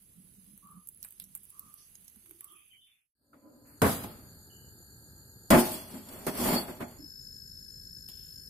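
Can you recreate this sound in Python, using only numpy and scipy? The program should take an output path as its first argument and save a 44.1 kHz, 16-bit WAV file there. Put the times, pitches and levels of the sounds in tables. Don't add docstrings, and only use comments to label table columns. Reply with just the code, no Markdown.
import sys
import numpy as np
from scipy import signal
from scipy.fft import rfft, irfft
from scipy.io import wavfile
from scipy.ndimage import uniform_filter1d

SR = 44100
rng = np.random.default_rng(int(sys.argv[2]) if len(sys.argv) > 2 else 0)


def invert_db(level):
    return 10 ** (np.asarray(level, dtype=float) / 20)


def digitize_waveform(pressure):
    field = np.atleast_2d(pressure).T
    bounded = np.clip(field, -1, 1)
    quanta = np.round(bounded * 32767).astype(np.int16)
    wavfile.write(sys.argv[1], SR, quanta)


N = 374409

# pitch_hz, level_db (per Hz)
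FLUTTER = [(15, -32), (25, -17), (75, 0.5), (137, -3), (316, -12.5), (386, -11), (616, -22.5), (889, -21.5),
           (1070, -34), (1350, -21), (1760, -52), (2970, -120)]
# pitch_hz, level_db (per Hz)
CHINK = [(1760, -20.5), (3000, -9), (3480, -9), (3890, -11), (4210, -7.5), (5170, -9), (5780, -10),
         (6570, -9.5), (12000, -1), (15200, -6.5), (16200, -65.5)]


def evened(x):
    return x / np.sqrt(np.mean(x ** 2) + 1e-20)


def read(points, hz):
    f, value = np.transpose(points)
    return np.interp(np.log(hz + 1), np.log(f + 1), value)


def curves(rows):
    s, *columns = np.transpose(rows)
    t = np.arange(N) / SR
    gate = np.clip(np.minimum(t - s[0], s[-1] - t) / .002, 0, 1)
    return gate, *(np.interp(t, s, c) for c in columns)


def wobble(hz):
    size = int(SR / hz)
    return evened(uniform_filter1d(uniform_filter1d(rng.standard_normal(N), size), size))


def white(grit_db=0.):
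    # pitch_hz, likeness (0 to 1)
    likeness = [(60, 0.82), (180, 0.97), (550, 0.63), (1650, 0.019), (4970, 0.11), (15000, 0.02)]
    a, b = rfft(rng.standard_normal((2, N)))
    same = np.clip(read(likeness, np.fft.rfftfreq(N, 1 / SR)), 0, 1)
    pair = irfft([a, same * a + np.sqrt(1 - same ** 2) * b], N)
    return pair * invert_db(grit_db * wobble(200))


def coloured(x, spectrum):
    hz = np.fft.rfftfreq(N, 1 / SR)
    inside = (hz > spectrum[0][0]) & (hz < spectrum[-1][0])
    return evened(irfft(rfft(x) * invert_db(read(spectrum, hz)) * inside, N))


def resonate(x, hz, width):
    turn = np.exp(2j * np.pi * np.cumsum(hz * np.ones(N)) / SR)
    r = np.exp(-np.pi * width / SR)
    smooth = signal.lfilter([(1 - r) ** 2], [1, -2 * r, r * r], x / turn + 1e-18)
    return 2 * (turn * smooth).real


def panned(db):
    return invert_db([[db / 2], [-db / 2]])


def swell(s, db, rise, fall, power):
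    t = np.arange(N) / SR
    return invert_db(db - 20 * np.maximum((s - t) / rise, (t - s) / fall) ** power)


def first_take_fade():
    t = np.arange(N) / SR
    return np.clip((3.16 - t) / (3.16 - 2.5), 0, 1) ** 1.63


def room_air():
    # pitch_hz, level_db (per Hz)
    air_colour = [(240, -50), (400, -28), (2470, -21), (2930, -18.5), (4180, -21), (5110, -18.5),
                  (5690, -20.5), (6240, -14), (6950, -19), (10100, -8), (11000, -6), (14600, -14),
                  (15650, -20)]
    # pitch_hz, level_db (per Hz)
    room_colour = [(18, -31), (35, -1.5), (120, -3.5), (400, -15.5), (700, -32)]
    # start_s, level_db
    rubbing = [(0.0, -73.5), (0.51, -72), (0.7, -74.5), (0.95, -75), (1.06, -67.5), (1.23, -72.5),
               (1.54, -69.5), (2.44, -69.5), (2.5, -71.5)]
    t = np.arange(N) / SR
    stir_db = curves(rubbing)[1]
    stir_db = stir_db - stir_db[:round(2.5 * SR)].mean()
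    air_db = -62 + 0.82 * stir_db + 0.56 * wobble(2.8)
    hush_db = -6 * np.clip((t - 2.35) / 0.087, 0, 1)
    room_db = -71.5 + hush_db + 2.1 * wobble(19)
    air = invert_db(air_db) * coloured(white(0.63), air_colour)
    return air + invert_db(room_db) * coloured(white(), room_colour)


def cicada():
    song_hz = 10930 + 70 * wobble(6)
    loudness = invert_db(-64 + 1.5 * wobble(11))
    rough = resonate(white(), song_hz, 150)
    clear = evened(resonate(white(), song_hz, 40))
    return loudness * evened(rough * 3 + 0.76 * clear / 4)


def cricket(start, hz, width, db, pulses_hz, depth, chirp_hz, chirp_s, depth_db, rough):
    t = np.arange(N) / SR
    stroke = 2 * np.pi * np.cumsum(pulses_hz * (1 + 0.012 * wobble(2.5))) / SR
    chirps = invert_db(depth_db * np.cos(2 * np.pi * chirp_hz * (t - chirp_s)))
    bend = 0.45 * np.sin(stroke + 2.16)
    tone = np.cos(2 * np.pi * np.cumsum(hz + 13 * wobble(6.52)) / SR + bend)
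    voice = (1 - rough) * tone + rough * evened(resonate(white(), hz, width))
    song = evened((1 + depth * np.cos(stroke)) * chirps * voice)
    return invert_db(db) * song * np.clip((t - start) / 0.071, 0, 1)


def crickets():
    rise = np.clip((np.arange(N) / SR - 3.2) / 1.37, 0, 1)
    far = rise * cricket(3.2, hz=7034, width=591, db=-62.0, pulses_hz=50.3, depth=0.4,
                         chirp_hz=7.83, chirp_s=7.108, depth_db=2.7, rough=0.8)
    near = cricket(6.975, hz=5278, width=220, db=-51.0, pulses_hz=53.03, depth=0.56,
                   chirp_hz=3.03, chirp_s=6.6, depth_db=0.36, rough=.25)
    return far + near * panned(8.1)


def crow_calls():
    # start_s, length_s, level_db, pitch_hz
    crows = [
        (0.619, 0.27, -59, 1188),
        (1.513, 0.37, -63.5, 1190),
        (2.407, 0.27, -64.5, 1203),
    ]
    out, t = 0, np.arange(N) / SR
    for s, length, db, hz in crows:
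        u = np.clip((t - s) / length, 0, 1)
        arch = abs(np.sin(np.pi * u ** 0.56)) ** 1.5
        throat_hz = hz * (1 - 0.069 * np.exp(-u / 0.15))
        out = out + invert_db(db) * arch * evened(resonate(white(), throat_hz, 116))
    return out * panned(-1.3)


def blurred_sounds():
    # start_s, length_s, level_db, pitch_hz, width_hz
    blurs = [(2.475, 0.27, -67.5, 3210, 605), (2.548, 0.23, -66, 2530, 300), (2.7, 0.23, -61.5, 3063, 149),
             (2.73, 0.062, -65, 2270, 300), (2.81, 0.2, -66, 3515, 120), (2.86, 0.22, -73, 2520, 720),
             (3.329, 0.032, -61, 1300, 250), (3.65, 0.22, -68, 1290, 1450), (1.774, 0.14, -61, 5700, 2610),
             (3.666, 0.19, -60, 11900, 5030), (4.498, 0.25, -65, 2963, 124), (5.936, 0.12, -41, 235, 49),
             (6.989, 0.11, -48, 290, 39), (8.102, 0.38, -69, 3300, 1190), (8.099, 0.81, -57, 12000, 5000)]
    out, t = 0, np.arange(N) / SR
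    for s, length, db, hz, width in blurs:
        u = np.clip((t - s) / length, 0, 1)
        out = out + invert_db(db) * np.sin(np.pi * u ** 0.38) * evened(resonate(white(), hz, width))
    return out


def plate():
    presses = [(0.01, -69, .05, 0.28, 185.5), (0.17, -55.5, 0.019, 0.19, 177.2),
               (0.38, -58.5, 0.076, 0.18, 189.2), (0.526, -50.5, 0.048, 0.049, 191.8),
               (0.65, -58, 0.032, 0.14, 179), (0.779, -50, 0.079, 0.035, 181.3),
               (0.99, -69.5, 0.034, 0.13, 192.7), (1.23, -64, 0.11, 0.29, 187.1),
               (1.654, -62, .04, 0.089, 183.1), (2.04, -71.5, 0.16, 0.058, 179),
               (2.17, -61, 0.016, 0.035, 200.3), (2.31, -64.5, 0.083, 0.17, 341.7),
               (2.53, -65, 0.042, 0.052, 333.5)]
    pressed = np.array([swell(*row[:4], 1.06) for row in presses])
    plate_hz = uniform_filter1d(np.array(presses)[pressed.argmax(0), -1], size=800)
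    thud = evened(resonate(white(), plate_hz, 70))
    note = evened(np.sin(2 * np.pi * np.cumsum(plate_hz) / SR))
    clear = 0.4
    drum = evened((1 - clear) * thud + clear * note)
    return pressed.max(0) * invert_db(2.7 * wobble(49.0)) * drum


def smacks():
    # start_s, level_db (peak), dull_db (re peak), dull_hz
    hits = [(0.0583, -66, -30, 3390), (0.577, -47.5, -23, 1397), (0.6719, -53.5, -25, 1120),
            (0.712, -50, -23, 1110), (0.8727, -41.5, -45, 5000), (0.8878, -38.5, -40, 6030),
            (1.0282, -41, -6.5, 5700), (1.0396, -45, -10, 4480), (1.048, -35, -19.5, 1480),
            (1.1238, -47.5, -22, 4810), (1.107, -47, -23, 2940), (1.199, -34.5, -10.5, 4240),
            (1.2195, -48.5, -10, 4070), (1.2398, -45, -9, 6130), (1.3512, -32.5, -21.5, 1500),
            (1.4333, -46.5, -37, 6430), (1.503, -45, -38, 1983), (1.5943, -38, -21, 5000),
            (1.741, -46, -28.5, 1190), (1.954, -49, 1, 6440), (2.0444, -53, -14, 6190),
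            (2.0805, -47, -4.5, 6150), (2.1594, -54, -11, 1200), (2.26, -54, -5, 1690),
            (2.3099, -43, -13, 1970), (2.408, -41.5, -15.5, 1910), (2.4442, -39.5, -22, 2000),
            (2.5216, -48.5, -31.5, 2000), (2.5947, -61, -28, 2400), (2.85, -71, -28, 5000)]
    # pitch_hz, level_db (per Hz)
    snap_colour = [(6000, -24), (8000, -11), (11500, 0), (14500, -6.5), (16200, -15)]
    # start_s, level_db
    small_pops = [(0.947, -45), (0.9743, -46), (1.087, -43), (1.362, -41), (1.374, -43.5), (1.443, -48.5),
                  (1.453, -44.5), (1.497, -49), (2.0988, -48), (2.2944, -46)]
    bright, dull, dull_hz = np.zeros((3, N))
    stray = rng.random(N) < 30 / SR
    pops = first_take_fade() * stray * invert_db(-62 + 3.7 * rng.exponential(1, N).clip(0, 2))
    pops[(np.array(small_pops)[:, 0] * SR).astype(int)] = invert_db(np.array(small_pops)[:, 1])
    bright += signal.lfilter([1], [1, -invert_db(-60 / (.01 * SR))], pops)
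    u = np.arange(3000) / SR
    for s, db, dull_db, hz in hits:
        t60 = .07 + .004 * max(db + 50, 0)
        snap = invert_db(db + 4 - 60 * u / .011) + invert_db(db - 13 - 60 * u / t60)
        tail = (snap - invert_db(db + 1.5 - 60 * u / 0.0085)).clip(0)
        at = round(s * SR)
        bright[at:at + 3000] += snap
        dull[at:at + 3000] += tail * invert_db(dull_db + 2.5)
        dull_hz[at:] = hz
    snaps = np.std(bright) * coloured(bright * white(1.3), snap_colour)
    return snaps + dull * evened(resonate(white(0.46), dull_hz, 2950))


def plate_take():
    background = first_take_fade() * (room_air() + cicada())
    return (background + plate() + smacks()) * panned(-5.5)


def burst(parts):
    u = np.arange(N) / SR - 3.817
    power = sum(invert_db(db - rate * np.maximum(u - hold, 0)) ** 2 for db, hold, rate in parts)
    return np.clip(u / .002, 0, 1) * np.sqrt(power)


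def gas_tube():
    # start_s, level_db
    rush = [(3.18, -103), (3.212, -80), (3.306, -72.5), (3.378, -60.5), (3.408, -66.5), (3.46, -51),
            (3.5, -54.5), (3.77, -63.5), (3.8, -77)]
    # pitch_hz, width_hz, level_db
    tube = [(240, 21, -1.5), (290, 38, -1.5), (570, 83, -9), (1006, 19, -17.5), (1300, 230, -19.5),
            (505, 510, -9.5)]
    on, level_db = curves(rush)
    moan = sum(invert_db(db) * evened(resonate(white(), hz, width)) for hz, width, db in tube)
    return on * invert_db(level_db) * evened(moan)


def burner():
    # start_s, level_db
    gas = [(3.15, -30.5), (3.24, -16.5), (3.5, -11), (3.81, -1), (4.27, 2.5), (6.9, 1.5), (7.2, 2),
           (8.49, 3.5)]
    # pitch_hz, width_hz, level_db
    ports = [(1618, 206, -8), (4480, 510, -0.5), (8480, 1100, -5), (9360, 1500, -0.5), (10670, 600, -5.5),
             (12870, 300, -4), (11930, 2700, 0), (13900, 500, -7.5), (3860, 1200, -18.5),
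             (4800, 400, -12.5)]
    # pitch_hz, level_db
    whistle = [
        (11746, -66),
        (14099, -79.5),
    ]
    # pitch_hz, level_db (per Hz)
    simmer = [(15, -40.5), (25, -0.5), (85, 1), (194, -4), (260, -12.5), (501, -20), (700, -40),
              (910, -68.5), (1540, -120)]
    # level_db, hold_s, decay_db_per_s
    flare = [(-49.5, 0.17, 40)]
    t = np.arange(N) / SR
    gate, gas_db = curves(gas)
    hiss = sum(invert_db(db) * evened(resonate(white(), hz, width)) for hz, width, db in ports)
    whine = 0
    for hz, db in whistle:
        cycles = hz * t + 10 * np.maximum(t - 6.98, 0)
        whine = whine + invert_db(db + 4.0 + .8 * wobble(8.7)) * np.sin(2 * np.pi * cycles)
    flutter = np.where(t < 6.97, coloured(white(2.0), FLUTTER), coloured(white(1.2), simmer))
    flame = np.hypot(invert_db(-57 + 1.27 * np.minimum(gas_db, 0)), burst(flare))
    steady = invert_db(-67.5 + gas_db) * hiss + flame * flutter
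    return gate * (steady + whine * np.clip((t - 3.2) / 1.2, 0, 1))


def ignition():
    # pitch_hz, level_db (per Hz)
    roar = [(15, -48.5), (25, -41), (91, -6), (176, -10.5), (237, -2), (320, -12.5), (644, -11.5),
            (905, -19), (1300, -15.5), (4000, -41.5), (5200, -69), (8800, -120)]
    fizz = [(1760, -17), (3000, -15.5), (4750, -13), (5430, -14), (6850, -13), (8520, -13), (11700, -5.5),
            (15600, -20), (16200, -40)]
    # level_db, hold_s, decay_db_per_s
    roar_fall = [(-19, 0.03, 203), (-35.5, 0.072, 70.5)]
    fizz_fall = [(-27, 0.0037, 1800), (-33, 0.097, 133), (-45, 0.21, 90)]
    whoomp = burst(roar_fall) * coloured(white(0.51), roar)
    whoomp = whoomp + burst(fizz_fall) * coloured(white(0.46), fizz)
    u = np.maximum(np.arange(N) / SR - 3.8183, 0) / 0.00026
    pop = invert_db(-4.0) * u * (1 - u / 2) * np.exp(-u)
    return whoomp + pop


def scrape_force():
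    scrapes = [(5.6, -42.5, 0.094, .05, 12), (5.65, -31.5, 0.072, 0.25, -6.5),
               (5.95, -42, 0.12, 0.12, -8.5), (6.125, -41.5, 0.11, 0.46, -10),
               (6.285, -41.5, 0.022, 0.23, -6.5), (6.451, -23.5, 0.13, 0.22, -12.5),
               (6.548, -23.5, 0.21, 0.098, -12.5), (6.69, -41, .05, 0.17, -11.5),
               (6.808, -30.5, 0.012, 0.066, -28.5), (6.89, -47.5, .08, 0.18, -19)]
    t = np.arange(N) / SR
    landed = t > 5.5035
    strokes = np.array([swell(*row[:4], 1.405) for row in scrapes]) * landed
    low = invert_db(-7.0) * np.linalg.norm(strokes, axis=0)
    rattle = invert_db(2.0 + 1.6 * wobble(45))
    high = rattle * np.linalg.norm(strokes * invert_db(np.array(scrapes)[:, -1:]), axis=0)
    return low, high


def add_knocks(low, high):
    # start_s, level_db, bright_db (re level), chatter_s, t60_s (time to fall 60 dB)
    knocks = [
        (3.331, -63.5, -14, 0.012, 0.38),
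        (4.038, -37, -8.5, 0.0042, 0.057),
        (5.5035, -15.5, -15, 0.045, 0.28),
        (5.941, -60, -13, 0.028, 0.16),
        (6.266, -30, -10.5, 0.021, 0.11),
        (6.68, -43.5, -26, 0.038, 0.087),
        (6.8048, -36.5, -14.5, 0.021, 0.091),
        (6.087, -63, 12, 0.0073, .08),
        (8.087, -60.5, 14.5, .003, 0.11),
    ]
    # start_s, level_db, t60_s
    ticks = [(4.04, -46, .03), (4.612, -66, .02), (4.87, -61, .02), (5.5045, -19, 0.035),
             (5.5085, -19.5, 0.034), (5.717, -35.5, 0.22), (5.9119, -47, .1), (5.9792, -50, .1),
             (6.1249, -42, 0.11), (6.1867, -48, .08), (6.2182, -46, .03), (6.2666, -36, .12),
             (6.3748, -37.5, .5), (6.40, -36, 0.33), (6.452, -41, .1), (6.59, -45, 0.08), (6.70, -49, .15),
             (6.8822, -46, .03), (6.9115, -49, .03)]
    t = np.arange(N) / SR
    for s, db, bright_db, chatter, t60 in knocks:
        u = t - s
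        blow = (u > 0) * invert_db(db - 60 * np.maximum(u - chatter, 0) / t60)
        first_tick = 1 + 1.5 * np.exp(-abs(u) / 0.0032)
        low = np.hypot(low, blow * np.clip(u / 0.0034, 0, 1))
        high = np.hypot(high, blow * invert_db(bright_db) * first_tick)
    for s, db, t60 in ticks:
        high = np.hypot(high, (t > s) * invert_db(db - 60 * abs(t - s) / t60))
    return low, high


def forest(count=140):
    hz, life, phase = rng.random((count, 3)).T[:, :, None]
    t = np.arange(8192) / SR
    t60 = 0.18 * (1.3 - hz) * (.4 + life)
    ring = (invert_db(-60 * t / t60) * np.sin(2 * np.pi * ((2200 + 13300 * hz) * t + phase))).sum(0)
    shaped = irfft(rfft(ring) * invert_db(read(CHINK, np.fft.rfftfreq(len(t), 1 / SR))), len(t))
    return shaped / np.linalg.norm(shaped)


def pan():
    # pitch_hz, level_db, t60_s
    modes = [(200, -6, .1), (239, -3, .2), (357, -10, .26), (405, -14, .25), (626, -11, .23),
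             (688, -14, .23), (760, -14, .2), (824, -14, .25), (858, -13, .36), (1015, -20, .2),
             (1412, -22, .2), (2137, -31, .3), (2900, -38, .25), (3370, -30, .35), (4107, -42, .3),
             (4624, -34, .11), (5023, -42, .3), (5346, -42, .35), (6062, -42, .35), (6740, -38, .28),
             (7262, -40, .3), (8102, -40, .3)]
    # pitch_hz, level_db (per Hz)
    clang = [(40, -60), (60, -34), (128, -12), (223, -0.5), (287, -2), (404, -3), (439, -11), (617, -3),
             (849, -14), (964, -9.5), (1640, -16), (2160, -17), (4000, -34), (5200, -74.5), (8800, -120)]
    low, high = scrape_force()
    stove = invert_db(-30.5) * low ** .5 * coloured(white(), FLUTTER) / 2
    low, high = add_knocks(low, high)
    out = low * coloured(white(1.1), clang) + invert_db(-1) * high * coloured(white(1.3), CHINK)
    out += invert_db(-4) * signal.fftconvolve(white(1.3) * high, forest()[None], axes=1)[:, :N]
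    force, t = white(1.3), np.arange(SR) / SR
    deep, thin = np.zeros((2, SR))
    for hz, db, t60 in modes:
        ring = invert_db(db - 60 * t / min(t60, .35)) * np.sin(2 * np.pi * hz * t)
        if hz < 2500:
            deep += ring
        else:
            thin += ring
    out += invert_db(-30.0) * signal.fftconvolve(force * low, deep[None], axes=1)[:, :N]
    out += invert_db(2.5) * signal.fftconvolve(force * high, thin[None], axes=1)[:, :N] / 10
    squeak = swell(6.578, -33, 0.064, 0.052, 1.2) * evened(resonate(white(), 4500, 126))
    return out + stove + squeak


def scene():
    outside = crickets() + crow_calls() + blurred_sounds()
    stove = gas_tube() + burner() + ignition()
    return outside + plate_take() + stove + pan()


def thin_treble(x):
    # pitch_hz, spare_db
    spare = [(1900, 12), (3200, 4.5), (4300, 2.2), (6000, -1), (8000, 2), (10100, 1), (12000, 3.6),
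             (14500, 2.5), (15300, -2), (15800, -12)]
    hz, _, z = signal.stft(x, SR, nperseg=2048, noverlap=1536)
    raw = (abs(z) ** 2).mean(0) + 1e-20
    power = uniform_filter1d(raw, size=3, axis=1)
    narrow_db = 10 * np.log10(abs(uniform_filter1d(power, size=4, axis=0)) + 1e-20)
    around_db = uniform_filter1d(narrow_db, size=120, axis=0)
    busy_db = 2.5 * np.exp(-((10 * np.log10(power.sum(0)) + 44) / 7) ** 2)
    luck = rng.standard_normal(raw.shape)
    luck = evened(uniform_filter1d(uniform_filter1d(luck, size=11, axis=0), size=9, axis=1))
    spare_db = narrow_db - around_db - busy_db + read(spare, hz)[:, None] + 3.5 * luck
    treble = raw[hz > 3000].sum(0)
    attack = np.roll(treble, -1) > 4 * np.roll(treble, 2)
    keep = 1 / (1 + np.exp(-np.clip((spare_db + 12 * attack) * 4, -40, 40)))
    keep[hz < 1900] = 1
    keep[hz > 16300] = 0
    return signal.istft(z * keep, SR, nperseg=2048, noverlap=1536)[1][:, :N]


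def top_cut(x):
    return signal.sosfilt(signal.butter(12, 16450, fs=SR, output="sos"), x)


def record(dry):
    limited = .75 * np.tanh(dry / .75)
    mix = thin_treble(limited)
    return top_cut(mix)


dry = scene()
out = record(dry)
digitize_waveform(out)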